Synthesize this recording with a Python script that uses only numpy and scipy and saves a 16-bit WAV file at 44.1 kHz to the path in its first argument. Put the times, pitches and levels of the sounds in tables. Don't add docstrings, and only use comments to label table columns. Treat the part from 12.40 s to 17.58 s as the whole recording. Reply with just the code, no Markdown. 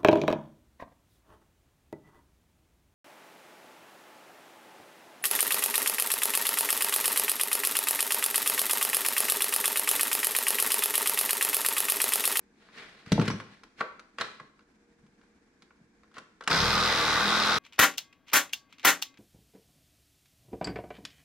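import sys
import numpy as np
from scipy import signal
from scipy.fft import rfft, irfft
from scipy.io import wavfile
from scipy.ndimage import uniform_filter1d

SR = 44100
rng = np.random.default_rng(int(sys.argv[2]) if len(sys.argv) > 2 else 0)


def generate_wav(sig):
    pcm = np.round(np.clip(np.atleast_2d(sig).T, -1, 1) * 32767).astype(np.int16)
    wavfile.write(sys.argv[1], SR, pcm)


N = 228658
TIME = np.arange(N) / SR
HIT_SIZE = SR // 8
MOTOR_ON_S = 4.097


def saw(gear_db=-29.5, blade_db=-32, split_hz=2700):
    running_s = np.maximum(TIME - MOTOR_ON_S, 0)
    stroke_hz, turn = crank(running_s)
    catch = np.exp(-running_s / 0.11)
    loose = np.exp(-running_s / 0.21)
    gear_gain = undb(gear_db + 2.5 * catch + 0.27 * walk(18))
    blade_gain = undb(blade_db + 2 * loose + 0.5 * walk(20))
    body = gear_case(turn)
    depth = np.clip(running_s, 0, 1)
    body = body + depth * undb(-3) * resonate(body, 3890, 340) + biting(body)
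    body = body + loose * undb(0.5) * resonate(body, 4900, 860)
    gears = unit(cut(body, split_hz, "low"))
    blade = -unit(cut(body, split_hz, "high"))
    running = gears * gear_gain + blade * blade_gain + shaking(turn, stroke_hz)
    return running * np.clip(running_s / 0.006, 0, 1)


def crank(running_s, start_hz=29.18, cutting_hz=40.8, sag_hz=2.85, start_turns=.68):
    run_up = start_hz + 70 * running_s
    creep = cutting_hz + 1.15 * running_s
    binding = np.exp(-((TIME - 4.68) / .17) ** 2)
    stroke_hz = np.minimum(run_up, creep) - sag_hz * binding
    turn = np.cumsum(stroke_hz) / SR
    return stroke_hz, turn + (start_turns - np.interp(MOTOR_ON_S, TIME, turn)) % 1


# (frequency [Hz], bandwidth [Hz], gain [dB])
CASE_RESONANCES = [(908, 63, -1.5), (1110, 26, -24), (1236, 120, -8), (1507, 230, -4), (1790, 40, -4),
                   (2060, 150, -5), (2530, 54, -4), (5140, 500, -3.5), (5900, 440, -0.5),
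                   (12700, 1800, 2.5)]
# (frequency [Hz], gain [dB])
SAW_SPECTRUM = [(150, 1), (300, -2.5), (460, 1.5), (640, -3), (920, -3.5), (1250, -2.5), (1700, -6),
                (2750, -10.5), (3820, -8), (5000, -13), (6200, -19.5), (6900, -17), (8750, -22.5),
                (12400, -30), (15000, -50)]


def gear_case(turn, knock_db=-5.5, teeth_db=-4, rasp_db=-1.5, flicker_db=2.5):
    rasp = undb(rasp_db) * blade_rasp(turn)
    knocks = undb(knock_db) * slide_knocks(turn)
    teeth = undb(teeth_db) * unit(two_paths(gear_teeth(turn)))
    force = knocks + teeth + rasp
    ringing = sum(undb(db + flicker_db * walk(22)) * resonate(force, hz, width)
                  for hz, width, db in CASE_RESONANCES)
    radiated = np.array([colour(side, SAW_SPECTRUM) for side in force + ringing])
    return cut(radiated, 230, "high")


def blade_rasp(turn):
    speed_db = 0.31 * np.cos(4 * np.pi * (turn - .2))
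    return unit(diffuse(lambda: grit(2.5), apart_hz=5300) * undb(speed_db))


# (crank angle [turns], relative level [dB], brightness [Hz])
SLIDE_IMPACTS = [(.149, -2.5, 4060), (0.272, -4, 1400), (.62, -4.5, 4800), (.76, -7.5, 1600),
                 (.929, -3, 1260)]


def slide_knocks(turn, jitter_turns=.004, wander_turns=.02, scatter_db=0.97, chatter=0.7):
    out = 0
    strokes = np.arange(int(turn[-1]))
    for angle, db, hz in SLIDE_IMPACTS:
        late, size = rng.standard_normal((len(strokes), 2)).T
        angles = strokes + angle + jitter_turns * late
        hits = impulses(angles, turn + wander_turns * walk(4), scatter_db * size)
        rattle = through(hits, fade(0.076)) * rng.standard_normal(N)
        blow = unit(through(hits, burst(0.005)) + chatter * np.std(hits) * unit(rattle))
        blow = unit(resonate(resonate(blow, hz, hz), hz, hz))
        out = out + two_paths(blow) * undb(db) * np.sqrt(hz)
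    return unit(out)


def gear_teeth(turn, count=30, jitter=.12):
    tooth = np.arange(int(turn[-1] * count))
    wear = rng.standard_normal(count)[tooth % count]
    late, size = rng.standard_normal((len(tooth), 2)).T
    clicks = impulses((tooth + jitter * late) / count, turn, 4 * wear + 1.2 * size)
    return unit(cut(clicks, 150, "high"))


# (time [s], half duration [s], gain [dB], frequency [Hz])
TOOTH_BITES = [(4.13, 0.026, -4, 1350), (4.192, .03, -10, 1830), (4.36, .025, -12, 1400),
               (4.502, 0.027, 2, 2000), (4.775, 0.03, -1.5, 1270), (4.925, 0.023, -2, 1190),
               (5.105, 0.02, -9, 1380)]


def biting(body, width_hz=330):
    return sum(undb(db) * np.exp(-((TIME - s) / length) ** 2) * resonate(body, hz, width_hz)
               for s, length, db, hz in TOOTH_BITES)


# (time [s], relative level [dB])
SHOE_BOUNCE = [(4.17, -40), (4.205, -27), (4.3, -31.5), (4.4, -34), (4.6, -41), (4.75, -38), (4.87, -43),
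               (5.18, -44)]
# (harmonic of the stroke rate, relative level [dB])
STROKE_HARMONICS = [(1, -6), (2, -1.5), (3, -3.5), (4, -1.5), (6, -2), (7, -3), (8, 3.5), (11, -2.5),
                    (12, -4), (14, -3)]
# (frequency [Hz], bandwidth [Hz], level [dB])
BENCH_DRONES = [(164.5, 30, -32), (204.6, 14, -34.5)]


def shaking(turn, stroke_hz, rumble_db=-13, chug_db=-12):
    bounce_db = np.interp(TIME, *np.transpose(SHOE_BOUNCE))
    heave = 0
    for k, db in STROKE_HARMONICS:
        level_db = db + walk(14) + (bounce_db - 5 if k <= 3 else -46)
        drift = .18 * walk(14)
        heave = heave + undb(level_db) * np.sin(2 * np.pi * (k * turn + rng.random()) + drift)
    rumble = cut(rng.standard_normal(N), 203, "low", order=4)
    rumble = unit(cut(rumble, 64, "high"))
    resonance = sum(undb(db) / (1 + (2 * (5 * stroke_hz - hz) / width) ** 2) ** 2
                    for hz, width, db in BENCH_DRONES)
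    drone = resonance * np.sin(2 * np.pi * 5 * turn + .2 * walk(30))
    bounce = undb(rumble_db) * rumble + undb(chug_db) * chugging(turn)
    return heave + bounce * undb(bounce_db) + drone * undb(0.83 * walk(33))


def chugging(turn, scatter_db=4, jitter_turns=0.03):
    strokes = np.arange(int(turn[-1]))
    late, size = rng.standard_normal((len(strokes), 2)).T
    drops = impulses(strokes + jitter_turns * late, turn, scatter_db * size)
    thumps = through(drops, bench_top(scatter_db=1, detune=.01))
    return unit(cut(thumps, 260, "low"))


# (frequency [Hz], T60 [s], relative level [dB])
BENCH_MODES = [(111.6, 0.21, -13.5), (152.7, 0.13, -6), (195, 0.12, -4), (224.5, 0.11, -5),
               (273, 0.072, -4), (366.6, 0.045, -5), (465, 0.041, -8.5), (602, 0.018, 0), (933, 0.03, -3.5)]


def bench_top(scatter_db, detune):
    return ring(BENCH_MODES, scatter_db, detune)


# (frequency [Hz], T60 [s], relative level [dB])
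HOUSING_MODES = [(515, 0.023, -9.5), (836, 0.0076, -12.5), (1064, 0.03, -2), (1335, 0.022, 4.5),
                 (1583, 0.03, -1.5), (1950, 0.0034, 3), (2290, 0.012, -6), (4080, 0.016, -14)]
# (frequency [Hz], gain [dB])
TICK_SPECTRUM = [(300, -15), (1400, 1.5), (2300, 7), (3300, 4), (4800, 2), (6500, -5.5), (10000, -11),
                 (14000, -22.5)]
# (time [s], relative body level [dB], relative tick level [dB], rebound delay [s])
TOOL_CONTACTS = [(0.287, -49, -70, 0.00317), (.661, -45.5, -50, 0.017), (.719, -29, -25, 0.0062),
                 (.796, -26, -35, 0.016), (.814, -30, -35, .007), (.854, -41, -39, 0.0054),
                 (.878, -28, -28.5, 0.0043), (.901, -26, -37.5, 0.012), (1.0, -33.5, -45, 0.0073),
                 (1.234, -45.5, -51, 0.0037), (1.405, -29.5, -43.5, 0.0023), (1.408, -19.5, -39, 0.0022),
                 (1.594, -42.5, -49.5, 0.0032), (1.784, -27.5, -38, 0.018), (1.81, -22.5, -30, .004),
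                 (1.84, -33.5, -47, .012), (1.998, -36, -53, .003), (2.192, -51.5, -64, 0.015),
                 (2.664, -61.5, -68, .004), (2.813, -57, -66, 0.022), (3.221, -55, -54.5, .005),
                 (3.306, -52.5, -72, .003), (3.633, -54, -66, 0.008), (3.714, -56, -68, 0.0036),
                 (3.741, -54, -57.5, 0.0034), (3.767, -37, -54, 0.0056), (3.781, -37, -44, 0.0039),
                 (4.008, -34, -48, 0.015), (4.037, -46.5, -47.5, .004), (4.066, -43, -58, 0.0046),
                 (4.075, -17.5, -24, 0.0043), (4.11, -27, -39, .005)]


def clacks(crunch_gain=0.7, hollow_db=-13):
    out = np.zeros((2, N))
    onset = np.clip(TIME[:HIT_SIZE] / 0.0015, 0, 1)
    for s, body_db, tick_db, gap_s in TOOL_CONTACTS:
        edge_hz = 12000 * 2 ** ((tick_db - body_db) / 22)
        for at, loss_db in rebounds(s, gap_s, loss_db=-5.5):
            modes = unit(ring(HOUSING_MODES, 2, .04))
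            hollow = unit(resonate(burst(0.2), 416, 230))
            crunch = unit(resonate(burst(0.037), 1330, 680))
            body = modes + crunch_gain * crunch + undb(hollow_db) * hollow
            body = cut(body * onset, 2600, "low", order=3)
            body = unit(cut(body, 213, "high", order=3))
            tick = colour(burst(0.024) * onset, TICK_SPECTRUM)
            tick = unit(cut(tick, edge_hz, "low"))
            clack = undb(body_db - 18.5) * body + undb(tick_db - 15.5) * tick
            add(out, at, two_paths(undb(loss_db) * clack))
    return out


# (time [s], relative level [dB], upper cutoff [Hz], lower cutoff [Hz])
BENCH_BLOWS = [(0.671, -40, 250, 60), (0.719, -14.5, 390, 60), (.779, -20, 1200, 300),
               (.789, -15.5, 523, 90), (0.877, -23, 490, 60), (.9, -24, 420, 60), (2.006, -52.5, 300, 80),
               (2.628, -57, 220, 120), (3.402, -54, 400, 99), (3.78, -45.5, 800, 200)]


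def bumps(thud_db=15, softening=0.71, hard_db=-24.5):
    out = np.zeros(N)
    blows = [(at, db + loss_db, hz * softening ** k, low_hz) for s, db, hz, low_hz in BENCH_BLOWS
             for k, (at, loss_db) in enumerate(rebounds(s, gap_s=0.036, loss_db=-8))]
    jolts = [(s, body_db - 20, 706, 100) for s, body_db, _, _ in TOOL_CONTACTS if body_db > hard_db]
    for s, db, high_hz, low_hz in blows + jolts:
        thud = bench_top(scatter_db=2.5, detune=.03) + undb(thud_db) * burst(0.09)
        thud = cut(cut(thud, high_hz, "low"), low_hz, "high")
        add(out, s, undb(db + 3) * thud / np.abs(thud).max())
    return out


# (time [s], relative level [dB], frequency [Hz], tone-to-jingle ratio [dB])
BLADE_PINGS = [(0.722, -39, 5750, -2), (.909, -35, 5740, -3), (1.0, -53, 5760, -3), (1.812, -26, 3950, -19)]


def pings(t60=0.24, width_hz=650, beat_hz=50):
    out = np.zeros((2, N))
    for s, db, hz, tone_db in BLADE_PINGS:
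        jingle = resonate(resonate(burst(0.059), hz, width_hz), hz, width_hz)
        tone = ring([(hz, t60, 0), (hz + beat_hz, t60, -4)], 1, .001)
        ping = unit(unit(jingle) + undb(tone_db) * unit(tone))
        add(out, s, two_paths(undb(db - 20.5) * ping))
    return out


# (frequency [Hz], T60 [s], relative level [dB])
PIECE_MODES = [(520, 0.31, -12), (958, 0.23, -9.5), (1145, 0.1, 4.5), (1243, 0.053, -2.5), (1600, .12, -14)]


def piece_knock(at_s=1.409, level_db=-44):
    out = np.zeros((2, N))
    add(out, at_s, two_paths(undb(level_db) * unit(ring(PIECE_MODES, 1, 0.0046))))
    return out


# (frequency [Hz], gain [dB])
FRICTION_SPECTRUM = [(88, -17), (150, -6.5), (228, 0), (270, -12), (380, -5), (893, -9), (1770, -4.5),
                     (2590, -10.5), (4320, -12.5), (6300, -23.5), (9000, -29), (14000, -46)]
# (time of peak pressure [s], relative level [dB], swell time [s], decay time [s])
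SCRAPE_SWELLS = [(.23, -59.5, 0.06, 0.34), (0.401, -45, 0.048, 0.067), (.62, -61.5, 0.14, .08),
                 (0.721, -50.5, 0.054, 0.15), (.87, -45.5, 0.1, 0.065), (1.15, -61.5, 0.055, 0.043),
                 (1.399, -47, 0.022, 0.04), (1.805, -40, 0.016, 0.064), (2.85, -72, .03, 0.062),
                 (3.77, -55, 0.027, 0.012)]


def sliding(shell_db=5):
    pressure = 0
    for s, db, swell, decay in SCRAPE_SWELLS:
        falloff = np.where(TIME < s, ((TIME - s) / swell) ** 2, (TIME - s) / decay)
        pressure = pressure + undb(db) * np.exp(-falloff.clip(0, 20))
    friction = diffuse(lambda: colour(grit(1.5), FRICTION_SPECTRUM), apart_hz=3000)
    friction = unit(friction * undb(1.7 * walk(90)))
    shell = undb(shell_db) * pressure / pressure.max() * resonate(friction, 2050, 1000)
    return pressure * (friction + shell) * undb(-2.5)


def workshop(x, near_db=-12, walls_db=-8, balance_db=1.32):
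    size = SR // 2
    near = diffuse(lambda: burst(0.092, size), apart_hz=3030)
    near = np.roll(near, SR // 1000, axis=1)
    build_up = np.clip(TIME[:size] / .015, 0, 1)
    walls = diffuse(lambda: burst(.52, size) * build_up, apart_hz=1100)
    walls = cut(walls, 7000, "low", order=1)
    response = cut(undb(near_db) * near + undb(walls_db) * walls, 94, "high", order=1)
    x = x + 0.14 * cut(x, 2500, "high", order=1) * np.array([[-1], [1]])
    x = x * undb(np.array([[balance_db], [-balance_db]]) / 2)
    direct = np.array([np.append(0, x[0][:-1]), x[1]])
    reflected = np.array([through(side, echo) for side, echo in zip(x, response)])
    return (direct + reflected) * undb(-0.49)


# (frequency [Hz], gain [dB])
AIR_SPECTRUM = [(15, -37), (25, -11.5), (82, -14), (113, -22), (213, -5.5), (237, -8), (330, -9),
                (436, -16), (472, -13), (511, -23.5), (750, -22.5), (1300, -26), (1640, -20.5), (1900, -26),
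                (2300, -25.5), (2860, -35.5), (14000, -34.5)]
# (frequency [Hz], level [dB])
HUM_TONES = [(215, -74), (474, -76)]


def air(noise_db=-65):
    noise = diffuse(lambda: rng.standard_normal(N), apart_hz=1100)
    noise = cut(noise, 7040, "low", order=3)
    noise = unit(np.array([colour(side, AIR_SPECTRUM) for side in noise]))
    hum = sum(undb(db + 2 * walk(3.88)) * np.sin(2 * np.pi * hz * TIME + 0.53 * walk(3.1))
              for hz, db in HUM_TONES)
    return noise * undb(noise_db + walk(46)) + hum


def two_paths(x):
    side = cut(through(x, burst(.012)[:512]), 4300, "high")
    return x + undb(-3) * side * np.array([[1], [-1]])


def diffuse(make, apart_hz):
    return make() + cut(make(), apart_hz, "high", order=1) * np.array([[1], [-1]])


def ring(modes, scatter_db, detune):
    out = 0
    for hz, t60, db in modes:
        gain = undb(db + scatter_db * rng.standard_normal()) * rng.choice([-1, 1])
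        hz = hz * (1 + detune * rng.standard_normal())
        out = out + gain * fade(t60, HIT_SIZE) * np.sin(2 * np.pi * hz * TIME[:HIT_SIZE])
    return out


def rebounds(s, gap_s, loss_db):
    return [(s, 0), (s + abs(gap_s), loss_db)]


def impulses(angles, turn, db):
    at = np.interp(angles, turn, np.arange(N)).astype(int)
    return np.bincount(at, undb(db), N)


def grit(spread_db):
    return unit(rng.standard_normal(N) * undb(spread_db * walk(1500)))


def burst(t60, size=HIT_SIZE):
    x = rng.standard_normal(size) * fade(t60, size)
    return x / np.sqrt(np.sum(x ** 2))


def fade(t60, size=SR // 2):
    return np.exp(-np.log(1000) * np.minimum(TIME[:size] / t60, 10))


def walk(rate_hz):
    k = int(SR / rate_hz)
    steps = np.repeat(rng.standard_normal(N // k + 1), k)
    return unit(uniform_filter1d(steps, k)[:N])


def colour(x, points):
    hz, db = np.transpose(points)
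    grid = np.fft.rfftfreq(2048, 1 / SR)
    gain = undb(np.interp(np.log(grid + 1), np.log(hz), db))
    cepstrum = irfft(np.log(gain))
    fold = 1 + np.sign(np.fft.fftfreq(len(cepstrum)))
    return through(x, irfft(np.exp(rfft(cepstrum * fold))))


def resonate(x, hz, width_hz):
    return signal.lfilter(*signal.iirpeak(hz, hz / min(width_hz, SR / 4), fs=SR), x)


def cut(x, hz, kind, order=2):
    return signal.sosfilt(signal.butter(order, min(hz, SR / 2 - 1), kind, fs=SR, output="sos"), x)


def through(x, response):
    return signal.oaconvolve(x, response)[:len(x)]


def add(track, s, sound):
    i = int(np.clip(s * SR, 0, N))
    track[..., i:i + sound.shape[-1]] += sound[..., :N - i]


def undb(db):
    return 10 ** (np.asarray(db) / 20)


def unit(x):
    return x / np.sqrt(np.mean(x ** 2))


def scene():
    return workshop(saw() + bumps() + clacks() + pings() + piece_knock() + sliding()) + air()


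def record(dry):
    return signal.sosfilt(signal.ellip(8, .2, 70, 14600, fs=SR, output="sos"), dry)


dry = scene()
out = record(dry)
generate_wav(out)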